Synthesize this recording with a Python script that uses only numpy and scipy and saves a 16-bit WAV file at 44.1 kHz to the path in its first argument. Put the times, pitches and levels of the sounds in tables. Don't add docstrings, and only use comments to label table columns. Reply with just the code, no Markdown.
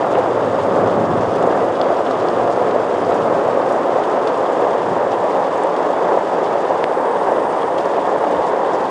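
import sys
import numpy as np
from scipy import signal
from scipy.fft import rfft, irfft
from scipy.io import wavfile

SR = 44100
rng = np.random.default_rng(int(sys.argv[2]) if len(sys.argv) > 2 else 0)


def generate_wav(signal):
    frames = np.transpose(np.atleast_2d(signal))
    scaled = np.clip(frames, -1, 1) * 32767
    pcm = np.round(scaled).astype(np.int16)
    wavfile.write(sys.argv[1], SR, pcm)


N = 392490
TIME = np.arange(N) / SR
TOP_HZ = 10080


def gain_of(db):
    return 10 ** (np.asarray(db) / 20)


def unit_rms(x):
    return x / np.sqrt(np.mean(x ** 2) + 1e-20)


def add(mix, start_s, sound):
    part = mix[max(round(start_s * SR), 0):][:len(sound)]
    part += sound[:len(part)]


def band(x, lo_hz, hi_hz, order=2):
    sos = signal.butter(order, [lo_hz, min(hi_hz, .45 * SR)], "band", fs=SR, output="sos")
    return signal.sosfilt(sos, x)


def response(spectrum, size=8192):
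    hz, db = np.transpose(spectrum)
    grid_hz = np.fft.rfftfreq(size, 1 / SR)
    log_gain = np.log(gain_of(np.interp(np.log(grid_hz + 1), np.log(hz + 1), db)))
    mirrored = np.concatenate([log_gain, log_gain[-2:0:-1]])
    minimum_phase = np.exp(np.conj(signal.hilbert(mirrored)))
    ring = np.fft.ifft(minimum_phase).real[:size // 2]
    return ring / np.linalg.norm(ring)


def colour(x, spectrum):
    return signal.oaconvolve(x, response(spectrum))[:N]


def flutter(rate_hz):
    hz = np.fft.rfftfreq(N, 1 / SR)
    return unit_rms(irfft(rfft(rng.standard_normal(N)) * np.exp(-(hz / rate_hz) ** 2), N))


def impacts(per_s, spread_db, cap):
    size = gain_of(spread_db * np.minimum(rng.exponential(1, N), cap))
    return unit_rms(size * rng.choice([-1, 1], N) * (rng.random(N) < per_s / SR))


# time in seconds, tilt from 0 (up) to 1 (down).
TILT_PATH = [(0, 0.13), (1.5, 0.029), (4.3, 0.34), (5.2, 0.78), (6.1, 0.63), (8.9, 0.95)]
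def tilt():
    return np.interp(TIME, *np.transpose(TILT_PATH))


# centre in seconds, length in seconds, boost or cut in dB.
DRUMMING_SWELLS = [(0.275, 0.088, 1), (0.833, 0.29, 1), (1.315, 0.17, -2), (1.493, 0.45, 1),
                   (1.73, 0.21, -1.5), (2.654, 0.4, 0.1), (2.885, .16, -1.5), (3.146, 0.2, 2),
                   (3.76, .14, 0.2), (4.12, 0.42, 0.5), (4.624, 0.26, 1.2), (4.83, 0.2, -1),
                   (5.076, 0.33, -0.5), (5.286, 0.25, 1.1), (5.64, 0.57, 1), (6.084, 0.34, 1.5),
                   (6.268, .15, -1.7), (6.762, 0.18, 0.5), (6.858, 0.072, -4), (7.288, 0.3, 1.5)]
def swells():
    return sum(db * np.cos(np.pi * np.clip((TIME - centre_s) / length_s, -.5, .5)) ** 2
               for centre_s, length_s, db in DRUMMING_SWELLS)


# frequency in Hz, level in dB.
ROOF_TONE_UP = [(65, -39.5), (110, -20.5), (228, -16.5), (263, -8.5), (285, -11), (348, -6), (430, -3.5),
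                (553, 0), (615, -4.5), (701, -3), (801, -8), (1260, -13), (1470, -21), (1640, -22),
                (2600, -37.5), (3380, -68.5), (5720, -120)]
ROOF_TONE_DOWN = [(65, -53), (110, -23.5), (140, -21.5), (173, -15), (225, -17.5), (267, -8), (293, -9.5),
                  (413, -1.5), (575, 1), (606, -1.5), (951, -3), (1130, -8.5), (1320, -17), (1790, -19.5),
                  (2600, -35.5), (3380, -70), (5720, -120)]
def drumming(level_db=-16, tilt_db=-0.83, near_db=-3, flutter_db=0.56):
    far = rng.standard_normal(N)
    hits = far + gain_of(near_db) * impacts(per_s=1500, spread_db=3.0, cap=3.7)
    down = tilt()
    roof = (1 - down) * colour(hits, ROOF_TONE_UP) + down * colour(hits, ROOF_TONE_DOWN)
    ride_db = level_db + tilt_db * down + swells() + flutter_db * flutter(rate_hz=16)
    return gain_of(ride_db) * unit_rms(roof)


# crest in seconds, level in dB, pitch in Hz.
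THUDS = [(0.282, -7, 560), (0.84, -2.5, 523), (0.883, -2, 523), (1.233, -5.5, 560), (1.440, -7, 560),
         (1.475, -3.5, 560), (1.817, -3.5, 600), (1.905, -2, 584), (1.930, -3.5, 520), (2.577, -0.5, 556),
         (2.763, -0.5, 543), (2.983, -5.5, 560), (3.098, -4, 560), (3.488, -2.5, 560), (3.575, -2.5, 560),
         (3.895, -4.5, 540), (3.985, -5, 560), (4.67, -5, 580), (5.904, -6, 580), (6.174, -1, 600),
         (6.708, -6, 640), (6.876, -11, 600), (7.289, -5, 600), (7.321, -5, 600), (7.771, -12, 680),
         (7.840, -13, 640), (8.162, -7, 640)]
def thuds(rise_s=0.00085, decay_s=0.0011):
    out = np.zeros(N)
    t = np.arange(-SR // 100, SR // 100) / SR
    swell = 2 / (np.exp(-t / rise_s) + np.exp(t / decay_s))
    for crest_s, db, hz in THUDS:
        add(out, crest_s + t[0], gain_of(db) * swell * np.cos(2 * np.pi * hz * t))
    return out


# frequency in Hz, level in dB.
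SPATTER_TONE = [(1290, -31.5), (2200, -11), (2450, -5), (2730, -1.5), (3560, -3.5), (4090, -11), (4770, -9),
                (5910, -14), (6790, -13.5), (9630, -21), (10000, -23), (13000, -51), (22000, -120)]
def spatter(level_db=-43, tilt_db=-0.26, duck_db=-1.3, tick_db=-7, spray_db=-5, spray_s=0.0052):
    t = np.arange(SR // 8) / SR
    hiss = rng.standard_normal(N)
    water = hiss + gain_of(tick_db) * impacts(per_s=1400, spread_db=6.5, cap=3.94)
    for hz in np.geomspace(2600, 8500, num=5):
        splashes = impacts(per_s=55, spread_db=4.0, cap=1.8)
        spray_power = signal.oaconvolve(splashes ** 2, np.exp(-t / spray_s))[:N]
        droplets = impacts(per_s=7600, spread_db=1, cap=2.8)
        spray = unit_rms(np.sqrt(abs(spray_power)) * droplets)
        water += gain_of(spray_db) * band(spray, hz / 1.22, hz * 1.5, order=1)
    ride_db = level_db + tilt_db * tilt() + duck_db * sizzle_envelope()
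    flicker_db = 0.5 * flutter(rate_hz=29)
    return gain_of(ride_db + flicker_db) * unit_rms(colour(water, SPATTER_TONE))


# start in seconds, peak in dB, pitch in Hz, width of the band
# in octaves, spray against the smack in dB.
STONE_DRIPS = [(0.152, -21, 2300, 0.3, -13), (0.759, -31, 5600, .5, -11), (0.875, -33, 4000, .5, -8),
               (1.210, -34, 4800, .25, -9), (1.353, -32, 3800, .5, -9), (1.427, -24, 2800, 0.61, -19),
               (1.755, -30, 3100, .3, -12), (1.969, -32, 3800, .35, -12), (2.063, -28, 3040, 0.2, -11),
               (2.111, -24, 3900, 0.39, -10), (2.211, -30, 3500, .4, -14), (2.506, -35, 4900, .2, -15),
               (2.711, -23, 2700, 0.48, -6), (3.049, -30, 4900, .25, -11), (3.122, -30, 3000, .25, -12),
               (3.143, -35, 6000, .4, -8), (3.724, -32, 7000, 0.4, -12), (4.273, -25, 3200, 0.5, -10),
               (4.375, -33, 5300, .35, -13), (4.523, -35, 7300, .3, -12), (5.118, -29, 3600, 0.5, -11),
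               (5.353, -31, 3000, .2, -12), (5.636, -26, 7700, 0.35, -22), (5.765, -24, 2300, 0.63, -16),
               (6.443, -33, 4800, .2, -13), (6.650, -29, 3100, .25, -13), (7.781, -26.5, 3800, 0.52, -6),
               (7.855, -32, 5400, .35, -13), (7.966, -29, 3000, .25, -13), (8.092, -32, 5140, 0.4, -9),
               (8.184, -35, 7500, .3, -11), (8.468, -30, 3600, 0.55, -10), (8.487, -34, 6300, .35, -12),
               (8.735, -32, 5000, .35, -10), (8.748, -32, 4500, .5, -11)]
def drips(smack_s=0.0009, spray_s=0.013):
    out = np.zeros(N)
    t = np.arange(SR // 8) / SR
    grid_hz = np.fft.rfftfreq(128, 1 / SR)[1:]
    for start_s, db, hz, octaves, spray_db in STONE_DRIPS:
        smack, spray = rng.standard_normal((2, len(t)))
        burst = smack * np.exp(-t / smack_s) + gain_of(spray_db) * spray * np.exp(-t / spray_s)
        hump_db = np.maximum(-2.2 * (np.log2(grid_hz / hz) / octaves) ** 2, -50)
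        splash = signal.fftconvolve(burst, response(np.column_stack([grid_hz, hump_db]), size=1024))
        add(out, start_s, gain_of(db) * splash / abs(splash).max())
    return out


# frequency in Hz, level in dB, T60 in seconds.
TILE_MODES = [(3100, -7, .009), (3570, 0, .010), (4600, -4, .011), (5100, -5, .009), (6750, -20, .008),
              (8100, -23, .007)]
# start in seconds, peak in dB, brightness in dB per octave,
# pitch ratio, ring length ratio.
TILE_HITS = [(1.814, -17.5, -1, 0.95, 1.0), (1.8167, -29, -5, .94, 1.0), (2.2862, -22, 8, .95, .55),
             (4.2735, -27, 5, 0.97, 1.3), (7.620, -28, -30, .92, 1.6), (7.631, -28, -30, .92, 1.6),
             (7.782, -29, -30, .88, 1.5), (7.7855, -25, -8, .92, 1.2)]
def clinks(attack_s=0.00026):
    out = np.zeros(N)
    t = np.arange(SR // 20) / SR
    lowest_hz = TILE_MODES[0][0]
    for start_s, db, brightness, pitch, length in TILE_HITS:
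        ring = np.zeros(len(t))
        for hz, mode_db, t60 in TILE_MODES:
            envelope_db = mode_db + brightness * np.log2(hz / lowest_hz) - 60 * t / (t60 * length)
            ring += gain_of(envelope_db) * np.sin(2 * np.pi * hz * pitch * t)
        ring *= 1 - np.exp(-t / attack_s)
        add(out, start_s, gain_of(db) * ring / abs(ring).max())
    return out


# frequency in Hz, level in dB.
HOUSING_TONE = [(40, -34), (80, -18), (140, -4), (330, -5), (520, 4), (750, -4), (1200, -13), (1700, -7),
                (2700, -14), (4000, -21), (5300, -27), (6500, -45), (10000, -60)]
def housing_tap(start_s=6.8414, knock_db=-0.3, push_s=.0007, rebound_db=-6, rebound_hz=450):
    out = np.zeros(N)
    t = np.arange(SR // 20) / SR
    knock = response(HOUSING_TONE)
    rebound = np.sin(2 * np.pi * rebound_hz * t) * np.exp(-t / .0013)
    add(out, start_s, -gain_of(knock_db) * knock / abs(knock).max())
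    add(out, start_s + push_s, gain_of(rebound_db) * band(rebound, 160, TOP_HZ))
    return out


# frequency in Hz, level in dB.
RUMBLE_TONE = [(20, -36), (45, -27), (70, -17), (125, -10.5), (175, 1), (240, -0.5), (320, 0), (460, -8.5),
               (800, -62)]
# crest in seconds, level of the shocks in dB, level of the boom in dB.
RUMBLE_ROLLS = [(.48, -30, -32.5), (.8, -24, -37), (1.08, -21.5, -31), (1.4, -29, -47), (2.4, -32, -39.5),
                (3.09, -27.5, -38.5), (3.33, -34.5, -43), (4.9, -31.5, -44.5)]
def rumble(rise_s=0.2, decay_s=0.3):
    shocks = unit_rms(colour(impacts(per_s=700, spread_db=3.0, cap=2.5), RUMBLE_TONE))
    boom = unit_rms(band(rng.standard_normal(N), lo_hz=100, hi_hz=126))
    shock_gain = gain_of(-39 - 0.13 * TIME)
    boom_gain = gain_of(-43.5 - 2.5 * TIME)
    for crest_s, shock_db, boom_db in RUMBLE_ROLLS:
        swell = np.exp(-np.maximum((crest_s - TIME) / rise_s, (TIME - crest_s) / decay_s))
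        shock_gain = np.hypot(shock_gain, gain_of(shock_db) * swell)
        boom_gain = np.hypot(boom_gain, gain_of(boom_db) * swell)
    return shock_gain * shocks + boom_gain * boom


# crest in seconds, level in dB, half-width in seconds, pitch in Hz.
LOW_BUMPS = [(2.437, -37, .05, 112), (4.92, -34, .03, 140), (8.392, -40, .025, 90)]
def bumps(band_ratio=1.32):
    out = np.zeros(N)
    for crest_s, db, half_width_s, hz in LOW_BUMPS:
        swell = np.exp(-((TIME - crest_s) / half_width_s) ** 2)
        turbulence = unit_rms(band(rng.standard_normal(N), hz / band_ratio, hz * band_ratio))
        out += gain_of(db) * swell * turbulence
    return out


def sizzle_envelope(start_s=6.78, rise_s=0.081, hold_s=0.87, fade_s=.4):
    return np.interp(TIME, start_s + np.cumsum([0, rise_s, hold_s, fade_s]), [0, 1, 1, 0])


def sizzle(level_db=-58.3, flicker_db=1):
    crackle = band(impacts(per_s=1800, spread_db=1.5, cap=3), lo_hz=8300, hi_hz=9000, order=1)
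    flicker = gain_of(flicker_db * flutter(rate_hz=20))
    return gain_of(level_db) * sizzle_envelope() * unit_rms(crackle * flicker)


def air(level_db=-57):
    return gain_of(level_db) * unit_rms(band(rng.standard_normal(N), lo_hz=35, hi_hz=110, order=1))


def scene():
    rain = drumming() + thuds() + spatter() + drips() + clinks() + housing_tap()
    return (rain + rumble() + bumps() + air() + sizzle())[None]


def record(dry):
    rounded = dry / (1 + dry ** 8) ** (1 / 8)
    lowpass = signal.firwin(1023, TOP_HZ, window=("kaiser", 9), fs=SR)
    return signal.oaconvolve(rounded, lowpass[None], "same")


dry = scene()
out = record(dry)
generate_wav(out)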